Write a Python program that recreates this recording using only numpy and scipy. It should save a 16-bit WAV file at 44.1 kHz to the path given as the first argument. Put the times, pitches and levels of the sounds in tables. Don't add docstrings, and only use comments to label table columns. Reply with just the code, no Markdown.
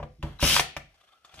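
import sys
import numpy as np
from scipy import signal
from scipy.fft import rfft, irfft, next_fast_len
from scipy.io import wavfile
from scipy.ndimage import map_coordinates

SR = 44100
rng = np.random.default_rng(int(sys.argv[2]) if len(sys.argv) > 2 else 0)


def master_out(mix):
    frames = np.transpose(np.atleast_2d(mix))
    ceiling = np.clip(frames, -1, 1)
    pcm = np.round(ceiling * 32767).astype(np.int16)
    wavfile.write(sys.argv[1], SR, pcm)


N = 61739

# time_s, speed_hz
SHAFT_SPEED = [(.385, 229.7), (.408, 305.2), (.44, 318.2), (.475, 326.4), (.51, 348.8), (.545, 356),
               (.57, 368), (.6, 361.3), (.65, 278.4)]
# time_s, level_db
GEAR_LOAD = [(.385, -77), (.394, -58), (.406, -37.5), (.43, -27), (.465, -23), (.555, -24), (.58, -26.5),
             (.59, -31), (.604, -24), (.618, -50.5), (.66, -78.5)]
# frequency_hz, gain_db
HOUSING_RESPONSE = [(60, -13.5), (200, -18), (600, -18), (1200, -13.5), (1900, -11), (2500, -4.5),
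                    (3100, -4.5), (4200, -5), (5900, -6.5), (7800, -13), (9500, -8.5), (11500, -15.5),
                    (15000, -18.5)]
# shaft_multiple, level_db
WHINE_HARMONICS = [(4, -23), (8, -16), (9, -8), (10, -17), (18, -23), (27, -21)]
# start_s, thump_db, low_db, body_db, mid_db, high_db, treble_db, clatter_t60_s
BLOWS = [(.001, -35, -18, -13.5, -24.5, -38, -56.5, 0.086), (.028, -33, -17, -10.5, -18, -30, -52, 0.052),
         (.227, -67, -27, -13.5, -20, -23.5, -38.5, .05), (.233, -22.5, -13.5, -11, -19, -36, -48, 0.28),
         (.395, -80, -43, -33, -22, -34, -45.5, .02), (.428, -18, 6, -0.5, -12, -8.5, -27.5, 0.093),
         (.445, -28.5, -2, -6, -14, -12.5, -26, 0.046), (.565, -43.5, -16.5, -8.5, -5.5, -5, -16.5, 0.079),
         (.596, -37.5, -6, 2, -5, -6, -17, 0.027), (.766, -37, -14, -12, -8.5, -16.5, -30.5, 0.031)]
BLOW_BANDS = [300, 550, 1200, 3000, 9000]
# pitch_hz, level_db, t60_s
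BENCH_MODES = [(49, -7.5, .36), (66.2, -10, 0.27), (77.8, -4, 0.16), (94.5, -5, 0.13), (140.7, -3, 0.13),
               (229, -11, 0.14), (321.8, -14, 0.14)]
# start_s, level_db
BENCH_NUDGES = [(0.185, -36.5), (0.789, -45.5), (1.335, -47), (1.373, -39.5)]
# frequency_hz, gain_db
HUM_SPECTRUM = [(30, -14), (58, -2), (100, -5), (140, 6), (230, -4), (330, -12), (450, -18), (1000, -45)]
# start_s, level_db, ring_db, treble_db, t60_s
SHELL_CONTACTS = [(.943, -55.5, -71, 1.5, 0.023), (1.014, -65.5, -56.5, -4, 0.018),
                  (1.09, -60, -57.5, -18, .015), (1.133, -55, -55, -22.5, .07), (1.248, -44, -48, 3, 0.071),
                  (1.294, -48.5, -54, -10, .05), (1.341, -40.5, -67, 3, 0.049),
                  (1.357, -50.5, -76, 11.5, 0.055), (1.391, -34, -48, -7, 0.033)]
# frequency_hz, gain_db
TICK_SPECTRUM = [(100, -12), (400, -7), (750, 2), (2000, -3), (3500, 2)]
# pitch_hz, level_db, t60_s
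SHELL_MODES = [(752, -19, 0.041), (1206, 0, 0.035), (2660, -17.5, .04), (3500, 0.5, 0.022)]
# time_s, pitch_hz, level_db
SHIMMER_PATH = [(1.005, 1190, -98), (1.017, 1210, -64), (1.05, 1230, -79.5), (1.14, 1290, -65),
                (1.169, 1300, -72.5), (1.249, 1370, -69.5), (1.4, 1400, -73.5)]
# time_s, level_db
RUSTLE_ENVELOPE = [(0, -101), (.215, -87), (.245, -50.5), (.29, -62), (.35, -66.5), (.385, -68.5),
                   (.87, -76.5), (1.0, -69), (1.15, -72), (1.22, -75), (1.32, -61.5), (1.4, -57)]
# frequency_hz, gain_db
CLOTH_SPECTRUM = [(60, -7), (300, -13.5), (750, -2), (950, -10), (1350, -3.5), (1900, -6), (3300, -3),
                  (6000, -18), (8500, -19), (15000, -28.5)]
# frequency_hz, gain_db
DIRECT_RESPONSE = [(100, -1), (1200, 2), (3000, -0.5), (9000, -9)]
# frequency_hz, gain_db
EARLY_RESPONSE = [(60, -43), (250, -5.5), (1000, -2.5), (3000, -1.5), (10000, 0)]
# frequency_hz, t60_s
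ROOM_DECAY = [(100, 0.4745), (500, 0.29), (1500, 0.27), (3000, 0.44), (6000, 0.2877), (12000, 0.19)]
# frequency_hz, gain_db
TAIL_RESPONSE = [(50, -11.5), (150, -8), (300, -7), (500, -2.5), (1000, -5), (1700, -3.5), (3200, -10),
                 (6000, -8), (12000, -6)]
# frequency_hz, left_over_right_db
BALANCE = [(100, 0), (600, 1.5), (1300, 1.5), (2400, 1.5), (4400, 4.5), (8000, 2.5), (14000, -0.5)]
# frequency_hz, side_over_mid_db
FIELD_WIDTH = [(80, -17), (200, -12.5), (450, -8), (1200, 0)]
# frequency_hz, gain_db
AIR_SPECTRUM = [(20, -16.5), (70, 2.5), (150, -13.5), (500, -8), (1500, -22.5), (4000, -27.5), (8000, -44),
                (15000, -49.5)]


def drill(pulses_per_turn=9, carrier_ratio=.26, speed_jitter=.004, flutter_db=3, wander_rad=.9):
    turns = np.cumsum(curve(SHAFT_SPEED) * (1 + speed_jitter * wobble(150))) / SR
    angle = 2 * np.pi * turns
    strikes = np.diff(np.floor(pulses_per_turn * turns), prepend=0)
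    strikes *= 1 + 1.98 * rng.standard_normal(N)
    swell = (1 + .36 * np.sin(carrier_ratio * angle)) * (1 + .13 * np.sin(2 * angle))
    mesh = amp(-7.5) * swell * unit(coloured(strikes - strikes.mean(), HOUSING_RESPONSE))
    grind = amp(-1.5) * swell * noise(HOUSING_RESPONSE)
    whine = np.zeros(N)
    for multiple, db in WHINE_HARMONICS:
        strength = amp(db + flutter_db * wobble(200))
        whine += strength * np.sin(multiple * angle + wander_rad * wobble(120))
    return amp(curve(GEAR_LOAD)) * np.array([mesh, grind, whine])


def motor_squeal(start_s=.3895, pitch_hz=3950, level_db=-41, t60_s=.12):
    out = np.zeros(N)
    add(out, start_s, ring([(pitch_hz, level_db, t60_s)]))
    return out


def knocks(crack_t60_s=.004, clatter_db=5.5):
    out = np.zeros(N)
    for start_s, _, *bands_db, t60_s in BLOWS:
        spectrum = [(60, bands_db[0] - 6), *zip(BLOW_BANDS, bands_db), (15000, bands_db[-1] - 10)]
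        crack = .72 * signal.unit_impulse(N) + .7 * burst(crack_t60_s)
        clatter = amp(clatter_db) * burst(t60_s)
        add(out, start_s, amp(8.5) * coloured(crack + clatter, spectrum))
    return out


def bit_slip(start_s=.5646, level_db=-10.5, pitch_hz=1160, rise_s=.00064):
    out, t = np.zeros(N), np.arange(N) / SR
    envelope = (t / rise_s * np.exp(1 - t / rise_s)) ** 2
    add(out, start_s, amp(level_db) * envelope * np.sin(2 * np.pi * pitch_hz * t))
    return out


def bench(blow_rise_s=.0021, nudge_rise_s=.012, hum_db=-16.5):
    out, t = np.zeros(N), np.arange(N) / SR
    for events, rise_s in (BLOWS, blow_rise_s), (BENCH_NUDGES, nudge_rise_s):
        for start_s, db, *_ in events:
            add(out, start_s, amp(db) * ring(BENCH_MODES) * (1 - np.exp(-t / rise_s)))
    hum = amp(curve(GEAR_LOAD) + hum_db) * noise(HUM_SPECTRUM)
    return out + hum


def ticks(click_gain_db=20.5):
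    out = np.zeros(N)
    for start_s, db, ring_db, treble_db, t60_s in SHELL_CONTACTS:
        spectrum = [*TICK_SPECTRUM, (6500, treble_db), (15000, treble_db - 23.5)]
        click = amp(db + click_gain_db) * coloured(burst(t60_s), spectrum)
        add(out, start_s, click + amp(ring_db) * ring(SHELL_MODES))
    return out


def shimmer(modulation_hz=150):
    time_s, pitch_hz, db = np.transpose(SHIMMER_PATH)
    phase = 2 * np.pi * np.cumsum(curve(np.c_[time_s, pitch_hz])) / SR
    band = wobble(modulation_hz) * np.cos(phase) + wobble(modulation_hz) * np.sin(phase)
    return amp(curve(np.c_[time_s, db])) * band


def rustle(flutter_db=3.5):
    return amp(curve(RUSTLE_ENVELOPE) + flutter_db * wobble(90)) * noise(CLOTH_SPECTRUM)


def workshop(source, early_db, tail_db, early_t60_s=.049, left_lead_s=.00005):
    hz, t, spectrogram = signal.stft(diffuse(), SR, nperseg=256)
    decay = np.exp(-np.log(1000) * t / along(ROOM_DECAY, hz)[:, None])
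    tail = signal.istft(spectrogram * decay, SR, nperseg=256)[1][:, :N]
    tail *= 1 - fade(.022)
    tail = amp(tail_db) * coloured(tail / np.linalg.norm(tail[0]), TAIL_RESPONSE)
    early = diffuse() * fade(early_t60_s)
    early = amp(early_db) * coloured(early / np.linalg.norm(early[0]), EARLY_RESPONSE)
    side = np.array([[.5], [-.5]])
    lead_s = side * left_lead_s
    direct = filtered(source, lambda f: amp(along(DIRECT_RESPONSE, f)) * np.exp(2j * np.pi * f * lead_s))
    reflected = signal.fftconvolve(source[None], early + tail, axes=1)[:, :N]
    return filtered(direct + reflected, lambda f: amp(side * along(BALANCE, f)))


def room_air(level_db=-79):
    return amp(level_db) * unit(coloured(diffuse(), AIR_SPECTRUM))


def diffuse():
    def mid_side_gains(hz):
        width = amp(along(FIELD_WIDTH, hz))
        return np.array([np.ones_like(hz), width]) / np.hypot(1, width)
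    mid, side = filtered(rng.standard_normal((2, N)), mid_side_gains)
    return np.array([mid + side, mid - side])


def ring(modes):
    t = np.arange(N) / SR
    return sum(amp(db + rng.normal()) * fade(t60) * np.sin(2 * np.pi * hz * t) for hz, db, t60 in modes)


def burst(t60_s):
    x = rng.standard_normal(N) * fade(t60_s)
    return x / np.linalg.norm(x)


def fade(t60_s):
    return np.exp(-np.log(1000) * np.arange(N) / SR / t60_s)


def noise(spectrum):
    return unit(coloured(rng.standard_normal(N), spectrum))


def coloured(x, points):
    size = 2 * next_fast_len(N)
    gain = amp(along(points, np.fft.rfftfreq(size, 1 / SR)))
    cepstrum = irfft(np.log(gain))
    cepstrum[1:size // 2] *= 2
    cepstrum[size // 2 + 1:] = 0
    return irfft(rfft(x, size) * np.exp(rfft(cepstrum)), size)[..., :N]


def filtered(x, response):
    size = next_fast_len(2 * N)
    return irfft(rfft(x, size) * response(np.fft.rfftfreq(size, 1 / SR)), size)[..., :N]


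def wobble(rate_hz):
    return map_coordinates(rng.standard_normal(N), [np.arange(N) * rate_hz / SR])


def curve(points):
    return np.interp(np.arange(N) / SR, *np.transpose(points))


def along(points, hz):
    knots_hz, values = np.transpose(points)
    return np.interp(np.log(hz + 1), np.log(knots_hz + 1), values)


def amp(db):
    return 10 ** (np.asarray(db) / 20)


def unit(x):
    return x / np.sqrt(np.mean(x ** 2) + 1e-20)


def add(track, start_s, sound):
    i = max(round(start_s * SR), 0)
    track[i:] += sound[:N - i]


def scene():
    mesh, grind, whine = drill()
    mix = workshop(mesh, early_db=2.5, tail_db=1)
    mix += workshop(grind, early_db=-.5, tail_db=-1)
    mix += workshop(whine + motor_squeal(), early_db=-6, tail_db=-5.5)
    mix += workshop(knocks() + bit_slip(), early_db=-1.5, tail_db=-1.5)
    mix += workshop(bench(), early_db=-2, tail_db=0)
    mix += workshop(ticks() + shimmer(), early_db=-4, tail_db=-3.5)
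    mix += workshop(rustle(), early_db=2, tail_db=-2.5)
    return mix + room_air()


def record(dry):
    low_hz, top_hz = 35, 15400
    thin = signal.sosfilt(signal.butter(2, low_hz, "highpass", fs=SR, output="sos"), dry)
    return filtered(thin, lambda hz: 1 / np.sqrt(1 + (hz / top_hz) ** 300))


dry = scene()
out = record(dry)
master_out(out)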